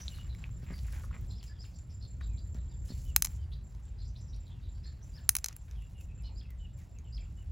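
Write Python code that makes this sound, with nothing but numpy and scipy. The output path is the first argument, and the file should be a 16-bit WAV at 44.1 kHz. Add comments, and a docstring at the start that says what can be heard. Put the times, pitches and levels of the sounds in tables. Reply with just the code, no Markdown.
"""Pearls drop twice into an empty half shell close to a stereo microphone, bouncing and setting it ringing.
Wet fingers work them out of an opened mussel: the flesh squelches softly, films of water smack,
bubbles squirt through its folds and the mussel bumps on its leaf. The spot is outdoors: farther off,
small birds chirp in the trees and a cricket scrapes its wings, over a low rumble and faint airy noise."""
import sys
import numpy as np
from scipy import signal
from scipy.fft import rfft, irfft, next_fast_len
from scipy.io import wavfile
from scipy.ndimage import uniform_filter1d

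SR = 44100
rng = np.random.default_rng(int(sys.argv[2]) if len(sys.argv) > 2 else 0)


def int16_out(signal):
    """Quantize to a 16-bit WAV file."""
    q = np.round(np.clip(np.atleast_2d(signal).T, -1, 1) * 32767)
    wavfile.write(sys.argv[1], SR, q.astype(np.int16))


N = 331191
TIME = np.arange(N) / SR

# Pearls landing and bouncing: t/s, place (0-1, first spot to second), knock/dB, ring/dB, tick/dB
PEARL_STRIKES = [(3.1623, 0.4, -28, -25, -15.5), (3.2223, 0.74, -37, -27, -23),
                 (3.2461, 0.8, -48.5, -36, -32), (3.249, 0.34, -41, -33, -34), (3.255, 0.44, -63, -47, -44),
                 (3.2583, 0.5, -49, -44, -39), (3.27, 0.6, -51, -45.5, -54),
                 (5.2914, 1, -30.5, -24.5, -14.5), (5.352, 1, -38.5, -35.5, -28.5),
                 (5.366, 0.7, -42.5, -36, -27), (5.3854, 0.7, -55, -46, -46),
                 (5.443, 0.7, -41.5, -30, -35.5), (5.46, 0.5, -47, -36.5, -38),
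                 (5.4845, 0.5, -51.5, -39, -44), (5.527, 0.7, -61, -55.5, -65),
                 (5.5645, 0.7, -61, -64, -45.5)]
# Ranges of the knock, ring and tick: low f/Hz, high f/Hz
STRIKE_RANGES = [(260, 3500), (3600, 8200), (8200, 16500)]
# Modes of the empty shell: f/Hz, level/dB struck at the first spot, level/dB at the second, t60/s
SHELL_MODES = [(881.4, -1, -16, 0.016), (1200, 3, -2, 0.005), (1700, 3.5, 4, 0.0037),
               (2180, 5, 0.5, 0.0075), (2590, 1.5, 1, 0.0043), (3060, -5, -10.5, .011),
               (4140, -3.5, -5, 0.013), (4470, -11.5, -4.5, .012), (5130, 6.5, 0.5, 0.014),
               (5746, 2.5, 8.5, 0.007), (6220, 6, 10.5, 0.0082), (6520, 4, 3, 0.012), (6960, 7.5, -1, .01),
               (7460, 8.5, 0, 0.011), (8330, 9, 8, .004), (9800, 4.5, 13, 0.005),
               (10760, 4.5, 10.5, 0.0047), (11460, 13, 7.5, 0.0056), (12970, 14, 8.5, 0.0033),
               (13860, 14, 10, .005), (14750, 9, 6.5, 0.0056), (15760, -1.5, 2, .005)]
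# Wet films snapping between fingers and flesh: t/s, air pocket f/Hz, pop/dB, snap/dB
FILM_SNAPS = [(0.0812, 3900, -38.5, -61), (0.186, 1240, -59, -62), (0.349, 2140, -57.5, -61),
              (0.4408, 2480, -44.5, -76), (0.708, 1350, -63, -64), (0.926, 11000, -60, -57),
              (1.211, 14800, -61, -77), (1.321, 11500, -70, -70), (1.385, 3340, -69, -76),
              (1.429, 4400, -60, -56), (1.44, 3020, -61.5, -60), (1.642, 1470, -64, -71),
              (1.788, 7130, -60, -69), (2.2106, 1880, -57, -66), (2.545, 6100, -63, -62),
              (2.275, 14500, -68, -72), (3.7491, 6400, -70, -67), (3.854, 8000, -66, -74.5),
              (4.363, 9000, -65, -67), (5.7117, 6070, -61.5, -60.5), (5.822, 10500, -70, -72),
              (6.0105, 14440, -60, -63.5), (6.2225, 11000, -68.5, -73.5), (6.505, 13700, -56.5, -63),
              (6.987, 6550, -58, -67)]
# Water squirting through the flesh: t/s, length/s, middle f/Hz, fall/octaves, level/dB
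SQUIRTS = [(0.665, 0.052, 2050, 0.3, -61.5), (0.7, 0.042, 1850, 0, -60.5), (0.779, 0.014, 4470, 0, -58.5),
           (.845, 0.049, 2210, 0.3, -64.5), (0.933, 0.059, 1680, 0.44, -62), (1.004, 0.009, 1470, 0, -63),
           (1.035, 0.012, 1290, 0.064, -56), (1.108, 0.0081, 1340, 0, -56), (1.122, 0.045, 2000, 0.15, -60),
           (1.131, .04, 1480, 0.99, -63.5), (2.2067, .008, 1700, 0.33, -54.5)]
# Fingers pressing the flesh and sliding over it: t/s, length/s, level/dB
FINGER_PRESSES = [(0, 0.0061, -54.5), (.05, 0.23, -70.5), (.38, 0.087, -65.5), (.62, 0.031, -64.5),
                  (.685, 0.076, -72), (.85, 0.1, -71), (.935, 0.076, -65), (1.115, 0.04, -72),
                  (1.41, 0.31, -79), (2.215, 0.021, -68), (2.55, 0.019, -64.5), (2.88, 0.034, -67),
                  (3.29, 0.031, -66.5), (5.16, 0.083, -75), (5.49, 0.029, -62.5), (5.68, 0.071, -70.5),
                  (6.78, 0.058, -76)]
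FINGER_SLIDES = [(0, 0.2, -67), (.3, 0.45, -81), (.72, 0.24, -69), (.92, 0.13, -67), (1.14, 0.18, -76.5),
                 (1.43, 0.025, -67), (1.63, 0.11, -76), (2.85, 0.25, -67), (3.27, 0.095, -69),
                 (5.04, 0.168, -76.5), (5.52, 0.54, -82.5), (6.0, 0.035, -72), (6.77, 0.08, -75)]
# The grip, never quite at rest but growing calmer: t/s, squelch/dB, rub/dB
GRIP_LEVELS = [(0, -67.5, -81), (1.2, -76, -81.5), (2.6, -78, -85), (3.8, -77.5, -85), (5.6, -75, -86),
               (6.1, -82, -85), (7.51, -78.5, -83)]
# Spectra of squelching flesh and sliding skin: f/Hz, density/dB
FLESH_SPECTRUM = [(400, -5.5), (700, 0), (1200, 0), (2000, 1), (2800, -6.5), (4000, -4), (7000, -17.5)]
SKIN_SPECTRUM = [(1000, -10.5), (2500, -3), (4500, -5), (6500, 2), (9000, 1), (12000, -6), (15500, 0)]
# Hands nudging the mussel: t/s, level/dB
NUDGES = [(0.632, -45), (0.7061, -36), (.722, -41), (2.55, -42.5), (2.576, -50), (2.904, -39.5),
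          (2.92, -41)]
# Modes of the full mussel on its leaf: f/Hz, level/dB, t60/s
MUSSEL_MODES = [(165, 5, 0.054), (224, 1, 0.041), (376, -7, .03), (530, -15.5, 0.04), (800, -32, .02)]
# Phase between the two microphone ports for close sounds: f/Hz, lead of the left/rad
LEFT_PORT_LEAD = [(0, 0), (850, .3), (1400, .95), (2300, .2), (7000, -.2), (9000, -3.1), (13300, -9.4),
                  (17000, -14.5)]

# Bird call shapes: length/s, hoarseness (0-1), echo/dB, pitch ratios evenly spaced through the call
CHEEP = (.07, 0.12, -4, [1, 1, 1.01, 1.05, 1.09, 1.09, .97, .88, .56, .38])   # rises, then whips down
CHIRP = (.054, 0.3, -2, [.96, .97, .99, 1.02, 1.03, 1, .76])   # lifts a little, ends in a flick
CHIRP_UPPER = (.045, 0.4, -3, [1.22, 1.18, 1.16, 1.21, 1.22])   # the chirp's hoarse second voice
TWITTER = (.038, .45, -1, [.99, 1, 1.02, .96])   # a brief, hoarse arch
UPSLUR = (0.028, 0.4, -3, [.84, .99, 1.15])
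DOWNSLUR = (0.055, 0.24, -4, [1.08, 1.02, .96, .86])
WHISTLE = (.078, 0.01, -8, [1.03, 1, 1, .995, .99, .97, .91, .83])   # held, drooping at the end
PEEP = (.055, .22, -3, [1.015, 1, .99])   # thin and level
# Calls of each shape from the trees: t/s, f/Hz, level/dB
CHEEP_CALLS = [(1.349, 4890, -64), (1.588, 4830, -58.5), (5.132, 4790, -62.5), (6.357, 4730, -62),
               (7.121, 4810, -58.5)]
CHIRP_CALLS = [(1.296, 4170, -62), (2.006, 4280, -62), (2.21, 3890, -66), (2.884, 4300, -60),
               (3.984, 4210, -65), (4.615, 3850, -71), (4.837, 4270, -61), (6.238, 4224, -62)]
TWITTER_CALLS = [(0, 5900, -56), (1.463, 4880, -64), (1.741, 5480, -72.5), (1.736, 4520, -71.5),
                 (1.894, 5150, -69), (2.58, 3950, -75.5), (2.695, 4740, -72), (3.405, 4750, -76),
                 (4.038, 5010, -67.5), (4.073, 5900, -72), (4.168, 5270, -69.5), (4.198, 5880, -71),
                 (4.277, 5500, -68.5), (4.339, 5600, -72.5), (4.45, 3940, -70), (4.496, 3360, -69.5),
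                 (4.668, 3800, -73.5), (4.745, 4610, -73.5), (5.015, 5920, -69)]
UPSLUR_CALLS = [(2.373, 4350, -62), (3.517, 4050, -59.5), (4.153, 4300, -63.5), (4.328, 4280, -63.5)]
DOWNSLUR_CALLS = [(0.136, 4110, -62.5), (1.535, 3440, -75.5), (2.71, 3580, -76), (3.30, 2200, -81),
                  (5.752, 3150, -71), (6.172, 2620, -74.5), (6.275, 2500, -79.5), (6.425, 2700, -71),
                  (6.775, 2170, -76), (6.945, 2555, -75.5), (7.045, 2950, -71.5), (7.185, 2475, -71.5)]
WHISTLE_CALLS = [(2.278, 2510, -74), (3.051, 3000, -66.5), (3.38, 3110, -74.5), (4.535, 2810, -77),
                 (5.948, 2826, -67), (6.235, 2990, -67.5), (6.594, 2980, -65), (7.365, 2966, -71)]
PEEP_CALLS = [(0.1, 2920, -63), (.18, 2900, -64), (0.285, 4020, -64.5), (0.728, 4690, -63),
              (1.48, 1745, -70), (4.84, 1770, -73), (5.16, 1697, -69), (5.803, 2750, -69.5),
              (6.08, 2550, -72.5), (6.485, 2030, -72.5), (7.225, 2750, -76)]
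# Bouts of the distant cricket: t/s, phrases, phrase period/s, wing strokes per phrase, level/dB
CRICKET_BOUTS = [(.049, 8, 0.152, 3, -68.5), (1.272, 7, 0.16, 3, -67.5), (2.328, 1, 0, 39, -68.5),
                 (3.636, 5, 0.19, 3, -72), (4.687, 6, .173, 3, -70.5), (5.807, 4, .169, 3, -70.5),
                 (6.575, 6, 0.157, 3, -72.5)]
# Swell of the outdoor rumble: t/s, level/dB
RUMBLE_LEVELS = [(0, -39.5), (.3, -39), (1.42, -39), (1.58, -44), (2.2, -40), (2.95, -38), (3.9, -42),
                 (4.3, -40.5), (5.15, -42), (5.45, -47), (6.2, -42.5), (7.51, -41.5)]
# Spectra of the rumble and the open air: f/Hz, density/dB
RUMBLE_SPECTRUM = [(25, -16.5), (40, -11.5), (58, 11), (80, -1.5), (120, -6.5), (170, -19), (250, -33.5),
                   (400, -43.5), (1000, -69)]
AIR_SPECTRUM = [(200, 10), (400, 7.5), (700, 8.5), (1300, -0.5), (3000, -7), (7000, -13.5), (11500, -48),
                (14000, -33)]
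# How alike noise is on the microphone's left and right: f/Hz, likeness (0-1)
STEREO_LIKENESS = [(60, 1), (130, 0.94), (300, 0.4), (700, 0.29), (1300, 0.31), (2500, 1), (7000, 1),
                   (15000, 1)]


def pearls(crack_db=3, crack_t60=.003, uneven_db=1.5, detune=.006, ground_delay_s=.0026, level_db=-1):
    """Close up, each hard contact cracks and rings the shell's modes according to where it lands."""
    out, t = np.zeros(N), seconds(.054)
    hz, first_db, second_db, t60 = np.transpose(SHELL_MODES)[:, :, None]
    signs = (-1) ** np.arange(len(hz))[:, None]   # neighbouring modes swing against each other
    for s, place, *levels_db in PEARL_STRIKES:
        mode_db = first_db + place * (second_db - first_db) + uneven_db * rng.standard_normal(hz.shape)
        struck_hz = hz * (1 + detune * rng.standard_normal(hz.shape))
        modes = signs * from_db(mode_db) * np.sin(2 * np.pi * struck_hz * t) * dying(t, t60)
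        burst = rng.standard_normal(len(t)) * dying(t, crack_t60)
        crack = band(burst, 900, 14260, order=1)   # so small a contact radiates little bass
        contact = modes.sum(axis=0) + from_db(crack_db) * crack
        hit = sum(from_db(db) * unit_attack(band(contact, low, high, order=4))
                  for (low, high), db in zip(STRIKE_RANGES, levels_db))
        add(out, s, hit)
        add(out, s + ground_delay_s, from_db(-13.5) * hit)   # reflection off the ground
    return with_echo(from_db(level_db) * out, t60=.13, wet_db=-23.5, spread=.36)


def smacks(snap_t60=.012, pop_t60=.0056, pop_rise_s=.00028):
    """A wet film tears with a snap, and the small air pocket behind it rings briefly."""
    out, t = np.zeros(N), seconds(.04)
    for s, pocket_hz, pop_db, snap_db in FILM_SNAPS:
        pop = np.sin(2 * np.pi * pocket_hz * t) * dying(t, pop_t60) * (1 - np.exp(-t / pop_rise_s))
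        snap = band(rng.standard_normal(len(t)) * dying(t, snap_t60), 760, 8400, order=1)
        add(out, s, from_db(pop_db) * unit_attack(pop) + from_db(snap_db) * unit_attack(snap))
    return with_echo(out, t60=.12, wet_db=-11, spread=.041)


def squirts(bubbles_per_s=1100, ring_cycles=8.2, spread_octaves=.11, size_spread_db=5, level_db=1.5):
    """Water squirts as a froth of tiny ringing bubbles; their pitch falls where a fold opens."""
    out, t = np.zeros(N), seconds(.02)
    for s, length, middle_hz, fall, db in SQUIRTS:
        froth, count = np.zeros(N), round(length * bubbles_per_s)
        for when, (pitch, size) in zip(rng.random(128)[:count], rng.standard_normal((128, 2))):
            hz = middle_hz * 2 ** (spread_octaves * np.clip(pitch, -2, 2) + fall * (.5 - when))
            bubble = np.sin(2 * np.pi * hz * t) * dying(t, ring_cycles / hz)
            add(froth, s + when * length, from_db(size_spread_db * size) * bubble)
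        out += from_db(db + level_db) * froth * np.sqrt(length * SR) / np.linalg.norm(froth)
    return with_echo(out, t60=.27, wet_db=-8, spread=.067)


def fingers(squelch_db=1, rub_db=3):
    """Pressed flesh squelches in tiny bursts; sliding wet skin gives a grainy hiss and fine crackles."""
    s, grip_squelch_db, grip_rub_db = np.transpose(GRIP_LEVELS)
    squelch = banded_noise(FLESH_SPECTRUM, patchy_db=2.5) * rms_one(flicker(280, 3.5))
    rub = banded_noise(SKIN_SPECTRUM, patchy_db=3.5) * rms_one(flicker(500, 2.5))
    rub += from_db(-5) * crackles()
    pressing = touches(FINGER_PRESSES, np.interp(TIME, s, grip_squelch_db))
    sliding = touches(FINGER_SLIDES, np.interp(TIME, s, grip_rub_db))
    return from_db(squelch_db) * pressing * squelch + from_db(rub_db) * sliding * rub


def touches(moves, grip_db, attack_s=.013, release_s=.021):
    """Gain of finger movements: each swells, holds and dies away, over the unsteady grip."""
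    power = (from_db(grip_db) * flicker(4.9, 2.2)) ** 2
    for s, length, db in moves:
        swell = np.clip((TIME - s) / attack_s + .5, 0, 1)
        fade = np.exp(-np.maximum(TIME - s - length, 0) / release_s)
        power += (from_db(db) * swell * fade) ** 2
    return np.sqrt(power)


def crackles(tears_per_s=130, spread_db=4.5):
    """Tiny films tear under a sliding finger in bright clicks of uneven size; rms 1."""
    tears = rng.random(N) < tears_per_s / SR
    sizes = from_db(spread_db * np.minimum(rng.exponential(1, N), 3)) * rng.choice([-1, 1], N)
    return rms_one(band(tears * sizes + 1e-18, 4500, 15000, order=1))


def bumps(level_db=-3, uneven_db=2):
    """The mussel is nudged on its leaf: a dull, short thump in its few damped modes."""
    out, t = np.zeros(N), seconds(.12)
    hz, mode_db, t60 = np.transpose(MUSSEL_MODES)[:, :, None]
    for s, db in NUDGES:
        strength = from_db(db + level_db + mode_db + uneven_db * rng.standard_normal(hz.shape))
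        add(out, s, np.sum(strength * np.sin(2 * np.pi * hz * t) * dying(t, t60), axis=0))
    return out


def birds(level_db=-.5, upper_lead_s=.006, upper_db=-6):
    """Small birds repeat seven kinds of call off in the echoing trees; chirps have two voices."""
    direct, into_trees = np.zeros((2, N))
    upper_calls = [(s - upper_lead_s, hz, db + upper_db) for s, hz, db in CHIRP_CALLS]
    voices = [(CHEEP, CHEEP_CALLS), (CHIRP, CHIRP_CALLS), (CHIRP_UPPER, upper_calls),
              (TWITTER, TWITTER_CALLS), (UPSLUR, UPSLUR_CALLS), (DOWNSLUR, DOWNSLUR_CALLS),
              (WHISTLE, WHISTLE_CALLS), (PEEP, PEEP_CALLS)]
    for (length, hoarse, echo_db, ratios), calls in voices:
        for s, pitch_hz, db in calls:
            note = from_db(db + level_db) * bird_note(length, hoarse, ratios, pitch_hz)
            add(direct, s, note)
            add(into_trees, s, from_db(echo_db) * note)
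    return direct + echo(into_trees, t60=.28, spread=.076)


def bird_note(length, hoarse, ratios, pitch_hz, flutter_hz=700, quaver_hz=330, fading_db=3.5):
    """A note glides along its shape, never twice alike; hoarseness makes it flutter and quaver."""
    longer, deeper = rng.uniform(-1, 1, 2)
    t = seconds(length * (1 + .04 * longer))
    along = t / t[-1]
    glide = pitch_hz * np.interp(along, np.linspace(0, 1, len(ratios)), ratios) ** (1 + .1 * deeper)
    drop = np.maximum(1 - glide / pitch_hz, 0)
    unsteadiness = hoarse + .1 + 1.6 * drop   # the voice breaks as it drops
    quaver = quaver_hz * unsteadiness * wander(len(t), size=50)
    phase = 2 * np.pi * np.cumsum(glide + quaver) / SR
    flutter = 1 + hoarse * (np.sin(2 * np.pi * flutter_hz * t) + wander(len(t), size=40))
    swell = np.sqrt(np.abs(np.sin(np.pi * along)))
    fading = from_db(fading_db * wander(len(t), size=200))   # paths through the foliage interfere
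    return rms_one(swell * fading * flutter * np.sin(phase))


def cricket(start_hz=7373, spread_hz=25, sag_hz=200, rasp_hz=45, stroke_period_s=.027, uneven_db=2.5):
    """In the distance, each wing stroke is a short, rasping tone that sags as the scraper slows."""
    out, t = np.zeros(N), seconds(.025)
    along = t / t[-1]
    for start, phrases, period, strokes, db in CRICKET_BOUTS:
        for phrase, k in np.ndindex(phrases, strokes):
            late, loud, sharp = rng.standard_normal(3)
            hz = start_hz + spread_hz * sharp - sag_hz * along ** 2 + rasp_hz * wander(len(t), size=50)
            stroke = rms_one(np.sin(np.pi * along) * np.sin(2 * np.pi * np.cumsum(hz) / SR))
            onset = start + phrase * period + k * stroke_period_s + .0011 * late
            add(out, onset, from_db(db + uneven_db * loud) * stroke)
    return with_echo(out, t60=.4, wet_db=-6, spread=.2)


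def outdoor_ambience(air_db=-69.5):
    """Behind everything, a low rumble swells and sinks under the faint noise of the open air."""
    swell = from_db(np.interp(TIME, *np.transpose(RUMBLE_LEVELS))) * flicker(7.7, .82)
    rumble = swell * banded_noise(RUMBLE_SPECTRUM, patchy_db=2)
    return rumble + from_db(air_db) * banded_noise(AIR_SPECTRUM, patchy_db=3)


def echo(x, t60, spread):
    """Leaves and ground send back a diffuse, dying tail; `spread` sets its stereo width."""
    t = seconds(.5)
    mid, side = rng.standard_normal((2, len(t))) * dying(t, t60) * (t > .003)
    tails = (mid + spread * side * [[1], [-1]]) / np.linalg.norm(mid)
    return signal.fftconvolve(x[None], tails, axes=1)[:, :N]


def with_echo(x, t60, wet_db, spread):
    """The direct sound together with its echo, in stereo."""
    return x + from_db(wet_db) * echo(x, t60, spread)


def microphone_ports(near):
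    """Close treble reaches the microphone's left port later than the right."""
    left, right = near
    size = next_fast_len(N + 1024)
    lead = np.interp(np.arange(size // 2 + 1) * SR / size, *np.transpose(LEFT_PORT_LEAD))
    return np.array([irfft(rfft(left, size) * np.exp(1j * lead), size)[:N], right])


def banded_noise(spectrum, patchy_db):
    """Half-octave bands of stereo noise, each with its own flicker and left-right likeness; rms 1."""
    mids, sides = np.zeros((2, N))
    edges = 22 * 2 ** np.arange(0, 10, .5)
    white = rng.standard_normal((2, 2, N))
    for k, (low, high) in enumerate(zip(edges, edges[1:])):
        hz = np.sqrt(low * high)
        if spectrum[0][0] / 2 < hz < spectrum[-1][0] * 2:
            gain = from_db(at_hz(spectrum, hz)) * flicker(25, patchy_db)
            mid, side = gain * band(white[k % 2], low, high)
            alike = at_hz(STEREO_LIKENESS, hz)
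            mids += np.sqrt(1 + alike) * mid
            sides += np.sqrt(1 - alike) * side
    return rms_one(np.array([mids + sides, mids - sides]))


def flicker(rate, spread_db):
    """A gain that wanders about 1, with `rate` turns a second."""
    turns = np.arange(int(rate * TIME[-1]) + 2)
    return np.interp(TIME * rate, turns, from_db(spread_db * rng.standard_normal(len(turns))))


def wander(count, size):
    """A short random curve of spread about 1, smoothed over `size` samples."""
    return rms_one(uniform_filter1d(rng.standard_normal(8192), size=size))[:count]


def from_db(db):
    """Decibels to gain."""
    return 10 ** (np.asarray(db) / 20)


def rms_one(x):
    """Scale to rms 1."""
    return x / np.sqrt(np.mean(x ** 2) + 1e-20)


def unit_attack(x):
    """Scale a hit so that its first 5 ms have rms 1."""
    return x / np.std(x[:int(.005 * SR)])


def seconds(length):
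    """Time axis of a short sound."""
    return np.arange(int(length * SR)) / SR


def dying(t, t60):
    """Exponential decay, 60 dB down after t60."""
    return np.exp(-np.log(1000) * t / t60)


def at_hz(points, hz):
    """Read a curve on a log-frequency axis."""
    points_hz, values = np.transpose(points)
    return np.interp(np.log(hz), np.log(points_hz), values)


def band(x, low_hz, high_hz, order=2):
    """Causal band-pass."""
    sos = signal.butter(order, [low_hz, min(high_hz, .45 * SR)], "band", fs=SR, output="sos")
    return signal.sosfilt(sos, x)


def add(track, s, sound):
    """Mix a sound into a track at time s."""
    start = max(round(s * SR), 0)
    part = sound[:max(N - start, 0)]
    track[start:start + len(part)] += part


def scene():
    """Pearls and mussel close to the microphone, with birds, cricket and ambience beyond."""
    near = microphone_ports(pearls() + smacks() + squirts() + fingers() + bumps())
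    return near + birds() + cricket() + outdoor_ambience()


def record(dry):
    """The recorder clips any peak over full scale and cuts the treble above 16.4 kHz."""
    low_pass = signal.ellip(10, .1, 80, 16400, fs=SR, output="sos")
    return signal.sosfilt(low_pass, np.clip(dry, -1, 1))


dry = scene()
out = record(dry)
int16_out(out)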